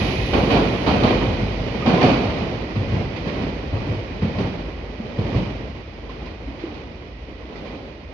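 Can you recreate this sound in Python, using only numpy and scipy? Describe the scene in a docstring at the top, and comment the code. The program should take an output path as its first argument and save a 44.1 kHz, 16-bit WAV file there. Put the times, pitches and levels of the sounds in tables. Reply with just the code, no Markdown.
"""Electric train leaving a platform

A train rolls away under a low steel and concrete deck. Its bogies cross rail joints, two axles in quick
succession: each impact thumps the track and excites modes of wheel, frame and body, which clang through
the hall. Between the blows rough treads make the wheels roar and the rails sing, fading with distance
over a deep rumble and a faint motor whine."""
import sys
import numpy as np
from scipy import signal
from scipy.fft import rfft, irfft, next_fast_len
from scipy.io import wavfile

SR = 44100
rng = np.random.default_rng(int(sys.argv[2]) if len(sys.argv) > 2 else 0)


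def waveform_to_disk(signal):
    """Save audio, clipped to [-1, 1], as 16-bit WAV at the path in sys.argv[1]."""
    frames = np.transpose(np.atleast_2d(signal))
    scaled = np.clip(frames, -1, 1) * 32767
    samples = np.round(scaled).astype(np.int16)
    wavfile.write(sys.argv[1], SR, samples)


N = 358533
TIME, HZ = np.arange(N) / SR, np.fft.rfftfreq(next_fast_len(N + 4096, real=True), 1 / SR)


def amp(db):
    """Amplitude ratio of a level in decibels."""
    return 10 ** (np.asarray(db) / 20)


def read(points, hz):
    """Interpolation of a spectrum on a log-frequency axis."""
    f, value = np.transpose(points)
    return np.interp(np.log(hz + 1), np.log(f + 1), value)


def unit_rms(x):
    """Normalisation to rms 1."""
    return x / np.sqrt(np.mean(x ** 2) + 1e-20)


def add(mix, s, sound):
    """Superposition: a sound joins the mix at s seconds."""
    part = mix[..., max(round(s * SR), 0):][..., :sound.shape[-1]]
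    part += sound[..., :part.shape[-1]]


def colour(x, gain):
    """Linear filtering by a gain given at the frequencies HZ."""
    size = 2 * (len(HZ) - 1)
    return irfft(rfft(x, size) * gain, size)[..., :N]


def flutter(rate_hz, depth_db):
    """Random amplitude modulation, up to about the given rate."""
    slow_noise = colour(rng.standard_normal(N), 1 / (1 + (HZ / rate_hz) ** 4))
    return amp(depth_db * unit_rms(slow_noise))


def receding(db, halves_s):
    """Spherical spreading: amplitude falls as one over the distance of the train."""
    return amp(db) / (1 + TIME / halves_s)


def distant(near, far_colour, after_s):
    """Timbre changes with distance: a crossfade to a filtered copy as the train draws away."""
    gone = 1 - np.exp(-(TIME / after_s) ** 2)
    return (1 - gone) * near + gone * colour(near, amp(read(far_colour, HZ)))


def ring_down(blows, rise, ring_t60, hall_db, hall_t60):
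    """Envelope of blows (s, dB) whose energies add: a brief ring, then the hall's reverberation."""
    t, power = TIME[:2 * SR], np.zeros(N)
    fall = amp(-60 * t / ring_t60) ** 2 + amp(hall_db - 60 * t / hall_t60) ** 2
    for s, db in blows:
        blur = rise * (1 + s / 6.0)  # far blows arrive blurred
        add(power, s, amp(db) ** 2 * (1 - np.exp(-t / blur)) * fall)
    return np.sqrt(power)


def pulse(hz, swell):
    """A heavily damped mode: a few cycles whose envelope peaks after swell seconds."""
    t = TIME[:SR // 2]
    u = t / swell
    return (u * np.exp(1 - u)) ** 2 * np.sin(2 * np.pi * hz * t)


def in_hall(sound, wet_db, t60):
    """Scattering from deck and walls, 600 echoes a second: rows (direct, echo, echo)."""
    t = TIME[:SR]
    taps = rng.standard_normal((2, SR)) * (rng.random((2, SR)) < 600 / SR)
    taps *= amp(-60 * t / t60) * (t > .02)
    taps *= amp(wet_db) / np.linalg.norm(taps[0])
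    return signal.fftconvolve(np.vstack([t == 0, taps]), sound[None], axes=1)


# The hall's sound field. Each row: frequency in Hz, correlation of left and right.
COHERENCE = [(60, .975), (140, .96), (320, .87), (500, .76), (760, .4), (1150, .05), (1800, -.05)]
def diffuse(pair):
    """A diffuse field is coherent at two nearby points in the bass, incoherent in the treble."""
    same = np.clip(read(COHERENCE, HZ), -1, 1)
    mid, side = colour(pair, np.sqrt([(1 + same) / 2, (1 - same) / 2]))
    return np.array([mid + side, mid - side])


# Wheel and rail resonances. Each row: centre in Hz, width in Hz, lift in dB when ringing is 1.
STEEL_RESONANCES = [(1950, 130, 4), (2430, 200, 2), (2694, 234, -5.5), (3100, 180, 3)]
def vibration(spectrum, ringing):
    """Random forcing: diffuse noise of a given spectrum, shaped by the resonances of the steel."""
    lift_db = sum(db / (1 + (2 * (HZ - hz) / width) ** 2) for hz, width, db in STEEL_RESONANCES)
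    gain = amp(read(spectrum, HZ) + ringing * lift_db)
    return unit_rms(diffuse(colour(rng.standard_normal((2, N)), gain)))


# Motor and gear lines. Each row: centre in Hz, width in Hz, starting level in dB.
MOTOR_LINES = [(366, 20, -26), (2506, 79, -35), (2930, 20, -39.5), (4010, 54, -43)]
def motors():
    """Line broadening: traction motors and gears whine in narrow bands that the hall blurs."""
    lines = sum(amp(db) / np.sqrt(width) / (1 + (2 * (HZ - hz) / width) ** 2)
                for hz, width, db in MOTOR_LINES)
    level = np.linalg.norm([amp(db) for *_, db in MOTOR_LINES])
    whine = unit_rms(diffuse(colour(rng.standard_normal((2, N)), lines)))
    return level * receding(0, halves_s=0.23) * whine


# Ground vibration. Each row: frequency in Hz, relative spectral level in dB.
GROUND_SPECTRUM = [(20, -44.5), (31, -32.5), (40, -13.5), (50, 5), (64, -2.5), (82, -4), (108, -14),
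                   (150, -17), (300, -34), (1000, -79.5)]
def ground_rumble(swell):
    """Structure-borne sound: rough treads shake the ground, harder near a joint."""
    gain = np.hypot(receding(-27, halves_s=2.97), amp(-15.5) * swell)
    return vibration(GROUND_SPECTRUM, ringing=0) * gain


# The roar, and what distance does to it. Each row: frequency in Hz, relative level in dB.
ROAR_SPECTRUM = [(50, -30), (110, 0.5), (170, -1.5), (260, 1), (370, -2), (520, -2.5), (750, -9.5),
                 (1050, -13), (1400, -25), (2500, -20), (5000, -36)]
ROAR_DISTANCE = [(140, -13), (280, 0), (420, -0.5), (570, 2), (800, 0.5), (1300, 3)]
def wheel_roar(swell):
    """Roughness excitation: the treads shake the wheels, whose roar thins with distance."""
    roar = distant(vibration(ROAR_SPECTRUM, ringing=0.57), ROAR_DISTANCE, after_s=9.1)
    gain = np.hypot(receding(-27, halves_s=2.62), swell)
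    return roar * gain * flutter(rate_hz=26, depth_db=1.5)


# The singing, and what distance does to it. Each row: frequency in Hz, relative level in dB.
RAIL_SPECTRUM = [(500, -31.5), (1100, -10), (1650, -11.5), (1950, -5.5), (2400, -3.5), (2750, -0.5),
                 (3100, -7.5), (3400, -8), (4500, -11), (5400, -15), (7000, -15.5), (11000, -7.5)]
RAIL_DISTANCE = [(1450, 10), (2000, 4), (3500, 1), (5000, 4), (7000, -3), (11000, -11.5)]
def rail_singing(swell):
    """Resonance: rolling and clanks drive the rails' high modes; air absorption dulls them far off."""
    rolling = np.hypot(receding(-21.5, halves_s=0.48), amp(-11.5) * swell)
    struck = ring_down(RAIL_CLANKS, rise=0.001, ring_t60=0.35, hall_db=-15.5, hall_t60=.9)
    singing = distant(vibration(RAIL_SPECTRUM, ringing=1.28), RAIL_DISTANCE, after_s=1.24)
    return singing * np.hypot(rolling, struck)


# Bright clanks that set the rails singing. 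Each row: start in seconds, relative level in dB.
RAIL_CLANKS = [(.336, -30), (.509, -26), (.868, -27), (1.035, -32), (1.863, -33), (2.028, -21),
               (2.757, -36), (3.16, -33), (3.275, -32.5), (4.222, -39), (4.383, -33), (5.186, -40),
               (5.343, -36), (6.094, -40), (6.257, -38), (6.593, -38.5), (6.74, -40), (7.555, -39),
               (7.652, -40)]
def clanks(low_hz, high_hz, level_db, t60, count):
    """Impulse response: each clank starts its own cluster of steel overtones, in random phases."""
    mix, t = np.zeros((2, N)), TIME[:SR // 3]
    for s, db in RAIL_CLANKS:
        place, *phases = rng.random((3, count, 1))
        hz = low_hz + (high_hz - low_hz) * (np.arange(count)[:, None] + place) / count
        cluster = np.sin(2 * np.pi * (hz * t + np.array(phases))).sum(1)
        add(mix, s, unit_rms(cluster) * amp(db + level_db - 60 * t / t60))
    return mix


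# Lone metal rings. Each row: start in seconds, pitch in Hz, level in dB, 60 dB decay time in seconds.
METAL_CLINKS = [(1.823, 1225, -21, 0.09), (1.858, 773, -14, .08), (1.97, 1044, -23.5, 0.43),
                (2.036, 730, -6.5, 0.13), (4.387, 617, -16, 0.05), (5.343, 1106, -22, 0.057),
                (6.094, 1036, -24.5, 0.058), (6.262, 1036, -30, 0.07), (6.474, 278, -23.5, 0.15),
                (6.637, 339, -7.5, 0.045), (6.672, 295, -27.5, 0.36), (7.652, 565, -20, 0.054),
                (7.654, 1060, -26, 0.037)]
def clinks():
    """Free decay of a single mode: flanges and couplings ring briefly, and distant knocks ring on at a low
    pitch."""
    mix, t = np.zeros((3, N)), TIME[:SR // 4]
    for s, hz, db, t60 in METAL_CLINKS:
        ring = amp(db - 60 * t / t60) * (1 - np.exp(-t / 0.0034)) * np.sin(2 * np.pi * hz * t)
        add(mix, s, in_hall(ring, wet_db=-9.5, t60=0.85))
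    return mix


# Heaves of the car body. Each row: start in seconds, level in dB.
BODY_HEAVES = [(0.336, -24), (0.872, -15.5)]
def heaves():
    """Damped oscillation: the car body heaves as a leading axle drops."""
    mix = np.zeros((3, N))
    for s, db in BODY_HEAVES:
        add(mix, s, in_hall(amp(db) * pulse(hz=73, swell=0.026), wet_db=-10.0, t60=0.59))
    return mix


# Knocks of the bogie frame. Each row: start in seconds, level in dB, pitch in Hz.
FRAME_KNOCKS = [(.336, -16, 203), (.515, -12, 268), (0.867, -22, 280), (1.038, -5.5, 231),
                (1.267, -21.5, 161), (1.428, -20.5, 182), (1.873, -6, 238), (1.935, -9.5, 182),
                (2.037, -5, 246), (2.111, -17, 252), (2.757, -16.5, 213), (2.926, -23.5, 151),
                (3.264, -16.5, 197), (3.438, -19, 272), (3.729, -21, 280), (4.22, -12.5, 201),
                (4.385, -13.5, 186), (4.998, -20, 224), (5.186, -15, 188), (5.345, -16.5, 246),
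                (5.373, -16.5, 173), (7.496, -32, 402), (7.7, -33, 452)]
def frame_knocks():
    """Two inharmonic modes: the frame knocks after a blow, and again when it rebounds."""
    mix = np.zeros((3, N))
    for s, db, hz in FRAME_KNOCKS:
        knock = pulse(hz, swell=0.0065) + amp(-11) * pulse(2.45 * hz, swell=0.0048)
        wet_db = -11 + 1.77 * s  # the farther the train, the greater the share of echo
        add(mix, s, in_hall(amp(db) * knock, wet_db, t60=0.9))
    return mix


# Bogies crossing joints. Each row: start in seconds, lag of the second axle in seconds, then relative
# levels in dB: roar swell, clang, its accent on the second axle, thump, its accent on the second axle.
CROSSINGS = [(0.001, 0.17, -47, -19, -13.5, -17.5, -5.5), (0.331, 0.17, -20, -11.5, 2, -23.5, -9),
             (0.863, 0.17, -18, -10.5, 0, -27, 7), (1.262, 0.15, -27.5, -29.5, 1, -19.5, 1.5),
             (1.861, 0.15, -16.5, -10, 2, -33.5, -4), (2.253, 0.13, -25, -40, -2, -22.5, -2),
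             (2.752, 0.17, -25.5, -27, 2, -16, 0), (3.255, 0.12, -24.5, -23.5, -12, -33, -0.5),
             (3.724, 0.16, -26.5, -25.5, -7, -18, -1), (4.217, .163, -26, -24.5, 2.5, -17, -1.5),
             (5.18, .16, -24.5, -28, -2, -17, 2), (6.095, 0.07, -37, -36, 1.5, -49, -2),
             (6.472, 0.18, -33.5, -35.5, 4.5, -56, 5), (7.489, 0.18, -33.5, -31.5, 0, -56, 2)]
def axles():
    """Impact excitation, two blows a bogie: (start s, clang dB, thump dB)."""
    for s, lag, _, clang_db, clang_accent, thump_db, thump_accent in CROSSINGS:
        yield s, clang_db, thump_db
        yield s + lag, clang_db + clang_accent, thump_db + thump_accent


def worn_rail_swell():
    """Wear near a joint raises the rolling noise: a gain that peaks just after each second axle."""
    power = np.zeros(N)
    rise_db_per_s, fall_db_per_s = 31, 30
    for s, lag, swell_db, *_ in CROSSINGS:
        t = TIME - (s + lag + 0.028)
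        power += amp(swell_db - np.maximum(-t * rise_db_per_s, t * fall_db_per_s)) ** 2
    return np.sqrt(power)


def sleeper_thumps():
    """Elastic support: the sleeper gives way a moment after the steel is struck."""
    mix = np.zeros((3, N))
    for s, _, db in axles():
        thump = amp(db + 1) * pulse(hz=101.7, swell=0.011)
        add(mix, s + 0.00904, in_hall(thump, wet_db=-1.0, t60=0.9))
    return mix


# Wheel modes. Each row: pitch in Hz, dB added to the axle's clang level, 60 dB decay time in seconds.
WHEEL_MODES = [(471, -16.5, 0.24), (771, -16.5, 0.67), (843, -22, 0.57), (1083, -16.5, 0.38),
               (2275, -27, 0.58), (2540, -29.5, 1.0), (2890, -25, 0.28)]
def wheel_rings():
    """Normal modes: each struck wheel rings on at its own pitches, detuned by up to 1.2 percent."""
    mix, t = np.zeros((2, N)), TIME[:SR * 2 // 3]
    for s, clang_db, _ in axles():
        for hz, db, t60 in WHEEL_MODES:
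            detune, phase, offset = 2 * rng.random(3) - 1
            right_shift = offset * np.array([[0], [1 - read(COHERENCE, hz)]]) / 2
            ring = np.sin(2 * np.pi * (hz * (1 + .012 * detune) * t + phase + right_shift))
            add(mix, s, ring * amp(clang_db + db - 60 * t / t60) * (1 - np.exp(-t / 0.0027)))
    return mix


# Struck steel, car body and track bed. Each row: frequency in Hz, relative spectral level in dB.
STEEL_SPECTRUM = [(300, -10.5), (750, 10.5), (1100, 7), (1600, 1), (2000, -4.5), (2500, 4), (3400, -4),
                  (4500, -5), (5200, -15)]
BODY_SPECTRUM = [(50, -31.5), (110, -2.5), (170, -1.5), (240, 0), (340, -4.5), (520, -3.5), (740, -8),
                 (1050, -15.5), (1500, -26.5), (5000, -58.5)]
BED_SPECTRUM = [(40, -20), (70, -6), (105, -1), (135, -2), (170, -7), (220, -6.5), (320, -15), (500, -15),
                (1000, -55)]
def joint_clangs():
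    """Modal overlap: each blow excites modes of steel, body and track bed so dense they form noise."""
    strikes = [(s, clang_db) for s, clang_db, _ in axles()]
    drops = [(s, thump_db) for s, _, thump_db in axles()]
    clang = amp(-9) * ring_down(strikes, rise=0.019, ring_t60=0.3, hall_db=-1, hall_t60=1.31)
    crack = amp(-12) * ring_down(strikes, rise=0.001, ring_t60=0.076, hall_db=-28, hall_t60=.4)
    boom = amp(-2) * ring_down(strikes, rise=0.037, ring_t60=0.72, hall_db=-2.5, hall_t60=1.09)
    thud = amp(-2.5) * ring_down(drops, rise=0.0067, ring_t60=.35, hall_db=-10, hall_t60=1.4)
    steel = vibration(STEEL_SPECTRUM, ringing=0.9) * np.hypot(clang, crack)
    body = vibration(BODY_SPECTRUM, ringing=0.44) * boom
    bed = vibration(BED_SPECTRUM, ringing=0) * thud
    rattle = flutter(rate_hz=38, depth_db=1.0)  # loose gear chatters
    return (steel + body) * rattle + bed


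def scene():
    """Superposition of the train's rolling noise, its impacts and their echoes under the deck."""
    swell = worn_rail_swell()
    rolling = motors() + ground_rumble(swell) + wheel_roar(swell) + rail_singing(swell)
    bite = clanks(low_hz=1895, high_hz=4977, level_db=-9.5, t60=.3, count=14)
    blows = clinks() + heaves() + frame_knocks() + sleeper_thumps()
    direct, echoes = blows[0], diffuse(blows[1:])
    return rolling + bite + direct + echoes + wheel_rings() + joint_clangs()


# Two small muffled microphone ports, the left duller. Each row: frequency in Hz, gain in dB.
LEFT_PORT = [(100, 0), (500, -4), (1400, -4.5), (2300, -8.5), (5000, -10.5), (6700, -18), (7400, -55.5),
             (9100, -41), (10000, -22), (10900, -18), (12700, -39.5), (15300, -37)]
RIGHT_PORT = [(100, 0), (500, -2), (1400, -1.5), (2300, 2.5), (5000, 0.5), (6000, -3), (6900, -12.5),
              (7600, -30), (8600, -44), (9500, -40), (15300, -41.5)]
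def record(dry):
    """Soft saturation rounds the loudest blows; the ports filter the sound, up to a band limit."""
    rounded = dry / (1 + dry ** 8) ** .125
    ports = amp([read(LEFT_PORT, HZ), read(RIGHT_PORT, HZ)])
    band_limit = np.clip((15750 - HZ) / 100 + .5, 0, 1)
    return colour(rounded, ports * band_limit)


dry = scene()
out = record(dry)
waveform_to_disk(out)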